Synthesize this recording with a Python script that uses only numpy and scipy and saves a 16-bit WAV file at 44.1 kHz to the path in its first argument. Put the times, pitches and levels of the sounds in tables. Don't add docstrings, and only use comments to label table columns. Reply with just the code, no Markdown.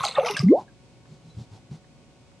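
import sys
import numpy as np
from scipy import signal
from scipy.fft import rfft, irfft
from scipy.io import wavfile

SR = 44100
rng = np.random.default_rng(int(sys.argv[2]) if len(sys.argv) > 2 else 0)


def wav_out(sig):
    wavfile.write(sys.argv[1], SR, np.round(np.clip(np.atleast_2d(sig).T, -1, 1) * 32767).astype(np.int16))


N = 105840
T = np.arange(N) / SR
SIDE = np.array([[1], [-1]])

# (frequency [Hz], level [dB])
HISS_MID_SPECTRUM = [(18, -61), (30, -24), (123, 0.5), (205, -4.5), (239, -3.5), (370, -11), (517, -12),
                     (558, -14.5), (668, -15.5), (1300, -24.5), (1440, -26), (1560, -27), (2410, -24),
                     (8670, -32.5), (13800, -59)]
HISS_SIDE_SPECTRUM = [(45, -30), (80, 2.5), (130, -0.5), (220, -10), (500, -14), (1200, -24.5), (2200, -21),
                      (5000, -22.5), (8000, -29), (11000, -64)]
# (frequency [Hz], level [dB])
HUM_PARTIALS = [(62, -69), (123, -65), (369, -71), (554, -69.5), (739, -72.5), (926, -76), (1107, -77.5),
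                (1475, -79.5), (2220, -80), (2520, -82)]
# (time [s], level [dB])
SLOSH_ENVELOPE = [(0, -33.5), (.028, -42.5), (.045, -36), (.08, -38.5), (.11, -47), (.14, -45.5),
                  (.165, -34), (.182, -27.5), (.22, -46.5), (.25, -37), (.28, -36), (.31, -39),
                  (.335, -51.5), (.37, -42), (.435, -52.5), (.46, -47.5)]
# (frequency [Hz], level [dB])
SLOSH_SPECTRUM = [(80, -13), (160, 2), (310, -28.5), (500, -8.5), (850, -11), (1250, -4), (1550, -13.5),
                  (2200, -37)]
# (start [s], level [dB], attack [s], decay [s], cutoff [Hz], ring [Hz], ring re burst [dB])
SPRAY_BURSTS = [(0, -40, 0.00081, 0.064, 9200, 3600, -2), (.031, -27, 0.013, 0.018, 8100, 6640, -6.5),
                (.075, -35.5, 0.0028, 0.05, 8000, 4000, -16), (.145, -37, 0.03, 0.043, 3500, 2600, -8),
                (.243, -36, 0.025, 0.077, 4700, 5310, -3.5), (.365, -35.5, 0.002, 0.041, 7950, 5260, 0)]
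# (frequency [Hz], level [dB])
SPRAY_SPECTRUM = [(900, -33), (1650, -17.5), (2000, 7), (2600, -2), (3300, -2.5), (4000, 0), (5800, -16.5),
                  (7000, -12), (8500, -3), (9700, -21), (11000, -23.5), (12500, -20), (14000, -32)]
# (time [s], level [dB])
MIST_ENVELOPE = [(0, -51.5), (.15, -72), (.22, -58), (.27, -51), (.31, -53.5), (.35, -61), (.43, -58.5),
                 (.47, -82.5)]
# (frequency [Hz], level [dB])
MIST_SPECTRUM = [(4000, -17), (6200, 14.5), (8000, -33), (9500, 6), (11000, 3.5), (12500, -2), (14000, -19)]
# (start [s], initial pitch [Hz], level [dB], life [s], pitch rise per life [ratio])
TRAPPED_BUBBLES = [(.005, 1075, -23.5, 0.013, 0.0037), (.028, 1077, -25.5, 0.019, 0.09),
                   (0.035, 1252, -17.5, 0.0046, 0.079), (.037, 813, -20.5, 0.023, -0.014),
                   (.051, 691, -23, 0.01, -0.047), (.062, 700, -31, 0.008, 0.047),
                   (0.0512, 4050, -9.5, 0.0011, 0.052), (0.059, 4680, -27, 0.0059, 0.018),
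                   (.066, 3820, -16.5, 0.0037, 0.0015), (.084, 4040, -26.5, 0.0029, 0.032),
                   (.089, 3620, -21, 0.0025, 0.15), (.088, 514, -33, 0.016, 0.006),
                   (0.0663, 4590, -23, 0.0025, -0.000015), (.074, 6400, -36, 0.0083, 0),
                   (.111, 4070, -20.5, 0.0019, 0.0025), (0.1517, 3690, -25, 0.0044, -0.05),
                   (0.157, 1870, -26, 0.0044, -0.018), (0.167, 1175, -26, 0.012, -0.00007),
                   (.172, 815, -21.5, 0.019, 0.065), (.181, 566, -8.5, 0.023, -0.06),
                   (0.199, 3420, -29.5, 0.0036, 0.023), (.204, 670, -24, 0.028, 0.27),
                   (0.229, 471.2, -23, 0.042, 0.047), (.247, 2210, -25, 0.0044, -0.053),
                   (.243, 610, -25.5, 0.033, 0.23), (.257, 823, -23.5, 0.019, 0.16),
                   (.258, 3120, -35.5, 0.018, -.02), (.259, 5250, -37, 0.0078, -0.0096),
                   (0.2593, 5940, -34, 0.0056, 0), (0.366, 3260, -34, 0.0057, 0.06),
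                   (.306, 915, -37, 0.037, .2), (0.271, 1196, -28.5, 0.026, -0.024),
                   (0.284, 2526, -23, 0.0077, -0.036), (0.288, 2775, -23, 0.0056, 0.03),
                   (0.295, 853, -18.5, 0.0075, 0.0059), (.296, 417, -25, 0.031, -0.0066),
                   (.346, 2630, -27, 0.0079, 0.02), (0.361, 2470, -21, 0.0027, -0.11),
                   (0.3654, 1625, -21, 0.011, 0.017), (0.3703, 5240, -22, .003, 0.03),
                   (0.383, 2930, -28, 0.0028, 0.024), (0.3928, 4740, -5, 0.0011, 0.029),
                   (0.389, 132.6, -17, 0.023, -0.057), (0.401, 1165, -30.5, 0.013, 0.044),
                   (0.4842, 2018, -32.5, 0.0065, 0.05), (.497, 2190, -47.5, 0.016, -0.05),
                   (.679, 1658, -51, 0.015, -0.047), (0, 122, -20.5, 0.0076, 0.0069),
                   (0.336, 211, -21, 0.0061, -0.16), (0.424, 379, -29, 0.017, .02),
                   (0.517, 1058, -41, 0.022, -0.013)]
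# (start [s], level [dB], decay [s], cutoff [Hz])
DROP_SLAPS = [(0.0495, -23, 0.00088, 10900), (0.0823, -22.5, 0.0013, 7400), (0.281, -27, .003, 3270),
              (0.3098, -25, .0012, 12600), (0.367, -24, 0.0021, 8600), (0.3672, -26.5, 0.0065, 3200)]
# (frequency [Hz], level [dB])
SLAP_SPECTRUM = [(600, -14), (1500, -31), (3000, 8), (5500, 1), (7500, -16.5), (9500, -7.5), (11500, -3),
                 (14000, -28.5)]
# (frequency [Hz], width [Hz], gain [dB])
SPLASH_RESONANCES = [(2614, 240, -1), (3700, 120, -6.5), (4660, 110, -0.5), (6330, 135, 3.5),
                     (7580, 200, -3.5), (8760, 140, 4.5), (9700, 210, 1.5), (10880, 330, 4.5),
                     (11700, 330, -1)]
# (time [s], pitch [Hz], level [dB])
CAVITY_RING = [(0.442, 185, -16), (0.447, 170, -14.5), (0.457, 173, -19), (0.468, 188, -12.5),
               (0.482, 195.4, -15), (0.498, 249.3, -12), (0.515, 325.3, -10.5), (0.525, 376, -10),
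               (0.536, 490, -13.5), (.553, 581.5, -20.5), (0.573, 706, -25.5), (.594, 846, -34.5),
               (.63, 943, -60)]
# (time [s], pitch [Hz], level [dB])
UPPER_RING = [(.495, 339.2, -47), (.515, 452.3, -24), (.535, 629, -24), (.552, 764, -29),
              (.566, 902, -31.5), (.579, 948, -47.5), (.591, 1057, -41), (.606, 956, -45.5),
              (.625, 1040, -62)]
# (centre [s], half width [s], level [dB])
FIZZ_SWELLS = [(0.493, 0.05, -46.5), (0.6, 0.037, -46)]
# (frequency [Hz], level [dB])
FIZZ_SPECTRUM = [(100, 15), (450, 3), (750, -4.5), (1050, -2), (1300, -6.5), (2200, -20.5), (4000, -11.5),
                 (7500, -21.5), (11000, -30), (13000, -49)]
# (start [s], level [dB])
DISTANT_TICKS = [(1.054, -55.5), (1.531, -56), (1.842, -55), (2.316, -60)]
# (centre [s], pitch [Hz], level [dB], half width [s], hiss [dB], body [dB])
LOW_THUDS = [(1.118, 149.6, -47.5, 0.032, -60, -71.5), (1.272, 162, -47.5, 0.033, -61, -73),
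             (1.385, 113, -35, 0.027, -58, -81), (1.412, 131, -41.5, 0.021, -58.5, -61),
             (1.542, 104, -43, 0.023, -55, -58), (1.716, 130, -36, 0.014, -60.5, -65),
             (1.744, 159, -40.5, 0.019, -55.5, -65)]
# (frequency [Hz], level [dB])
THUD_HISS_SPECTRUM = [(150, 12), (300, 10.5), (500, 8), (850, -5), (1400, -6), (2500, -9), (4000, -2),
                      (5500, -5.5), (7500, -10), (11000, -21), (13000, -40)]


def undb(db):
    return 10 ** (np.asarray(db) / 20)


def unit(x):
    return x / np.sqrt(np.mean(x ** 2) + 1e-20)


def butter(x, order, edge_hz, kind="low"):
    return signal.sosfilt(signal.butter(order, edge_hz, kind, fs=SR, output="sos"), x)


def colour(x, spectrum):
    hz, db = np.array(spectrum).T
    bin_hz = np.maximum(np.arange(N // 2 + 1) * SR / N, 1)
    skirts = np.minimum(bin_hz / hz[0], 1) ** 3 * np.minimum(hz[-1] / bin_hz, 1) ** 3
    gain = skirts * undb(np.interp(np.log(bin_hz), np.log(hz), db))
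    return unit(irfft(rfft(x) * gain, N))


def noise(spectrum):
    return colour(rng.standard_normal(N), spectrum)


def band_noise(hz, rel_width):
    ratio = 1 + rel_width / 2
    return unit(butter(rng.standard_normal(N), 2, [hz / ratio, hz * ratio], "band"))


def drift(knots):
    return np.interp(T, np.linspace(0, T[-1], knots), rng.standard_normal(knots))


def ramp(progress):
    return np.sin(np.pi / 2 * np.clip(progress, 0, 1)) ** 2


def burst(start_s, attack_s, decay_s):
    rise = np.clip((T - start_s) / attack_s, 0, 1)
    return rise * np.exp(-np.maximum(T - start_s - attack_s, 0) / decay_s)


def swell(centre_s, half_s):
    return np.exp(-((T - centre_s) / half_s) ** 2)


def envelope(points):
    return undb(np.interp(T, *np.array(points).T, right=-120))


def reflections(x, t60_s):
    t = T[:SR // 2]
    response = rng.standard_normal(len(t)) * np.exp(-np.log(1000) * t / t60_s)
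    response *= 1 - np.exp(-t / 0.0015)
    return signal.fftconvolve(x, response / np.linalg.norm(response))[:N]


def night():
    hiss = noise(HISS_MID_SPECTRUM) + undb(-5.5) * noise(HISS_SIDE_SPECTRUM) * SIDE
    hum = 0
    for hz, db in HUM_PARTIALS:
        hum += np.sqrt(2) * undb(db - drift(knots=12)) * np.sin(2 * np.pi * (hz * T + rng.random()))
    return undb(-55.5 - 0.36 * drift(knots=20)) * hiss + hum


def swarm(rate_per_s, low_hz, high_hz, decay_cycles, sizes=40, scatter_db=3):
    out = 0
    for hz in np.geomspace(low_hz, high_hz, sizes):
        births = rng.random(N) < rate_per_s / sizes / SR
        kicks = births * undb(scatter_db * np.minimum(rng.exponential(size=N), 4))
        radius, angle = np.exp(-hz / decay_cycles / SR), 2 * np.pi * hz / SR
        out += signal.lfilter([0, hz * np.sin(angle)], [1, -2 * radius * np.cos(angle), radius ** 2], kicks)
    return out


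def slosh():
    rings = swarm(rate_per_s=1400, low_hz=208.5, high_hz=1840, decay_cycles=8.9)
    return colour(rings, SLOSH_SPECTRUM) * envelope(SLOSH_ENVELOPE)


def spray():
    rings = swarm(rate_per_s=2300, low_hz=1387, high_hz=13280, decay_cycles=10)
    rings = colour(rings, SPRAY_SPECTRUM)
    out = 0
    for k, (start_s, db, attack_s, decay_s, cutoff_hz, ring_hz, ring_db) in enumerate(SPRAY_BURSTS):
        shifted = np.roll(rings, k * N // len(SPRAY_BURSTS))
        drops = unit(butter(shifted, 3, cutoff_hz))
        favoured = undb(ring_db) * band_noise(ring_hz, rel_width=0.18)
        out += undb(db) * (drops + favoured) * burst(start_s, attack_s, decay_s)
    return out


def mist():
    rings = swarm(rate_per_s=7300, low_hz=4000, high_hz=13500, decay_cycles=15)
    return colour(rings, MIST_SPECTRUM) * envelope(MIST_ENVELOPE)


def bubbles(wobble_db=3, wobble_share=0.026, wobble_cycles=4.05):
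    out = np.zeros(N)
    for start_s, hz, db, life_s, rise in TRAPPED_BUBBLES:
        t = T[:int(4 * life_s * SR)]
        age = t / life_s
        attack_s = 0.0012 + 1.72 / hz
        gain = ramp(t / attack_s) * np.exp(-age ** 1.76)
        pitch_wobble, level_wobble = (
            np.minimum(age, 1) * np.interp(t * hz / wobble_cycles, np.arange(64), knots)
            for knots in rng.standard_normal((2, 64)))
        pitch_hz = hz * (1 + rise * age + wobble_share * pitch_wobble)
        ring = gain * undb(wobble_db * level_wobble) * np.sin(2 * np.pi * np.cumsum(pitch_hz) / SR)
        i = int(start_s * SR)
        out[i:i + len(t)] += undb(db) * butter(ring, 5, 0.75 * hz, "high")
    return out


def slaps(attack_s=0.0015):
    crack = noise(SLAP_SPECTRUM)
    return sum(undb(db) * butter(crack, 3, cutoff_hz) * burst(start_s, attack_s, decay_s)
               for start_s, db, decay_s, cutoff_hz in DROP_SLAPS)


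def splash(patter_db=3.5, fade_s=(0.425, 0.46)):
    impacts, sloshing = slaps(), slosh()
    drops = impacts + (spray() + mist()) * undb(patter_db * drift(knots=800))
    ringing = sum(undb(db) * signal.lfilter(*signal.iirpeak(hz, hz / width_hz, fs=SR), drops)
                  for hz, width_hz, db in SPLASH_RESONANCES)
    return (sloshing + undb(-3) * (drops + ringing)) * np.interp(T, fade_s, [1, 0])


def plop(start_s=0.4315, attack_s=0.009):
    flutter_db = 1.9 * ramp((T - 0.5) / 0.086)
    rings = 0
    for curve in (CAVITY_RING, UPPER_RING):
        time_s, hz, db = np.array(curve).T
        phase = 2 * np.pi * np.cumsum(np.interp(T, time_s, hz) * (T > start_s)) / SR
        level_db = np.interp(T, time_s, db, right=-120) + flutter_db * drift(knots=500)
        rings += np.sqrt(2) * undb(level_db) * np.sin(phase)
    rings *= ramp((T - start_s) / attack_s)
    return rings + undb(-13.5) * reflections(rings, t60_s=0.16)


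def fizz():
    gain = sum(undb(db) * swell(centre_s, half_s) for centre_s, half_s, db in FIZZ_SWELLS)
    return gain * noise(FIZZ_SPECTRUM)


def ticks():
    gain = sum(undb(db) * burst(start_s, attack_s=0.0014, decay_s=0.0078) for start_s, db in DISTANT_TICKS)
    return gain * np.array([band_noise(hz=1320, rel_width=0.75) for _ in range(2)])


def thuds(rough_db=-2.5, hiss_lag_s=0.0083, hiss_stretch=1.64):
    hiss, body = noise(THUD_HISS_SPECTRUM), band_noise(hz=814, rel_width=0.37)
    out = 0
    for centre_s, hz, db, half_s, hiss_db, body_db in LOW_THUDS:
        tone = np.sqrt(2) * np.sin(2 * np.pi * hz * (T - centre_s))
        rough = undb(rough_db) * band_noise(hz, rel_width=0.75)
        out += undb(db) * (tone + rough) * swell(centre_s, half_s)
        wash = undb(hiss_db) * hiss + undb(body_db) * body
        out += wash * swell(centre_s + hiss_lag_s, half_s * hiss_stretch)
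    return out


def drip(hz=3980, level_db=-56.5):
    return undb(level_db) * burst(start_s=1.3, attack_s=0.002, decay_s=0.029) * np.sin(2 * np.pi * hz * T)


def scene(spread_band_hz=(4440, 10200)):
    water = splash() + bubbles()
    treble = butter(water, 4, spread_band_hz, "band")
    spread = undb(-10.5) * reflections(treble, t60_s=0.069) * SIDE
    tail = undb(-10) * reflections(water, t60_s=0.15)
    return water + spread + tail + plop() + fizz() + thuds() + drip() + ticks() + night()


def record(dry):
    low_cut_hz, top_hz = 33, 13200
    x = butter(dry, 4, low_cut_hz, "high")
    return signal.sosfilt(signal.ellip(8, 0.2, 70, top_hz, fs=SR, output="sos"), x)


dry = scene()
out = record(dry)
wav_out(out)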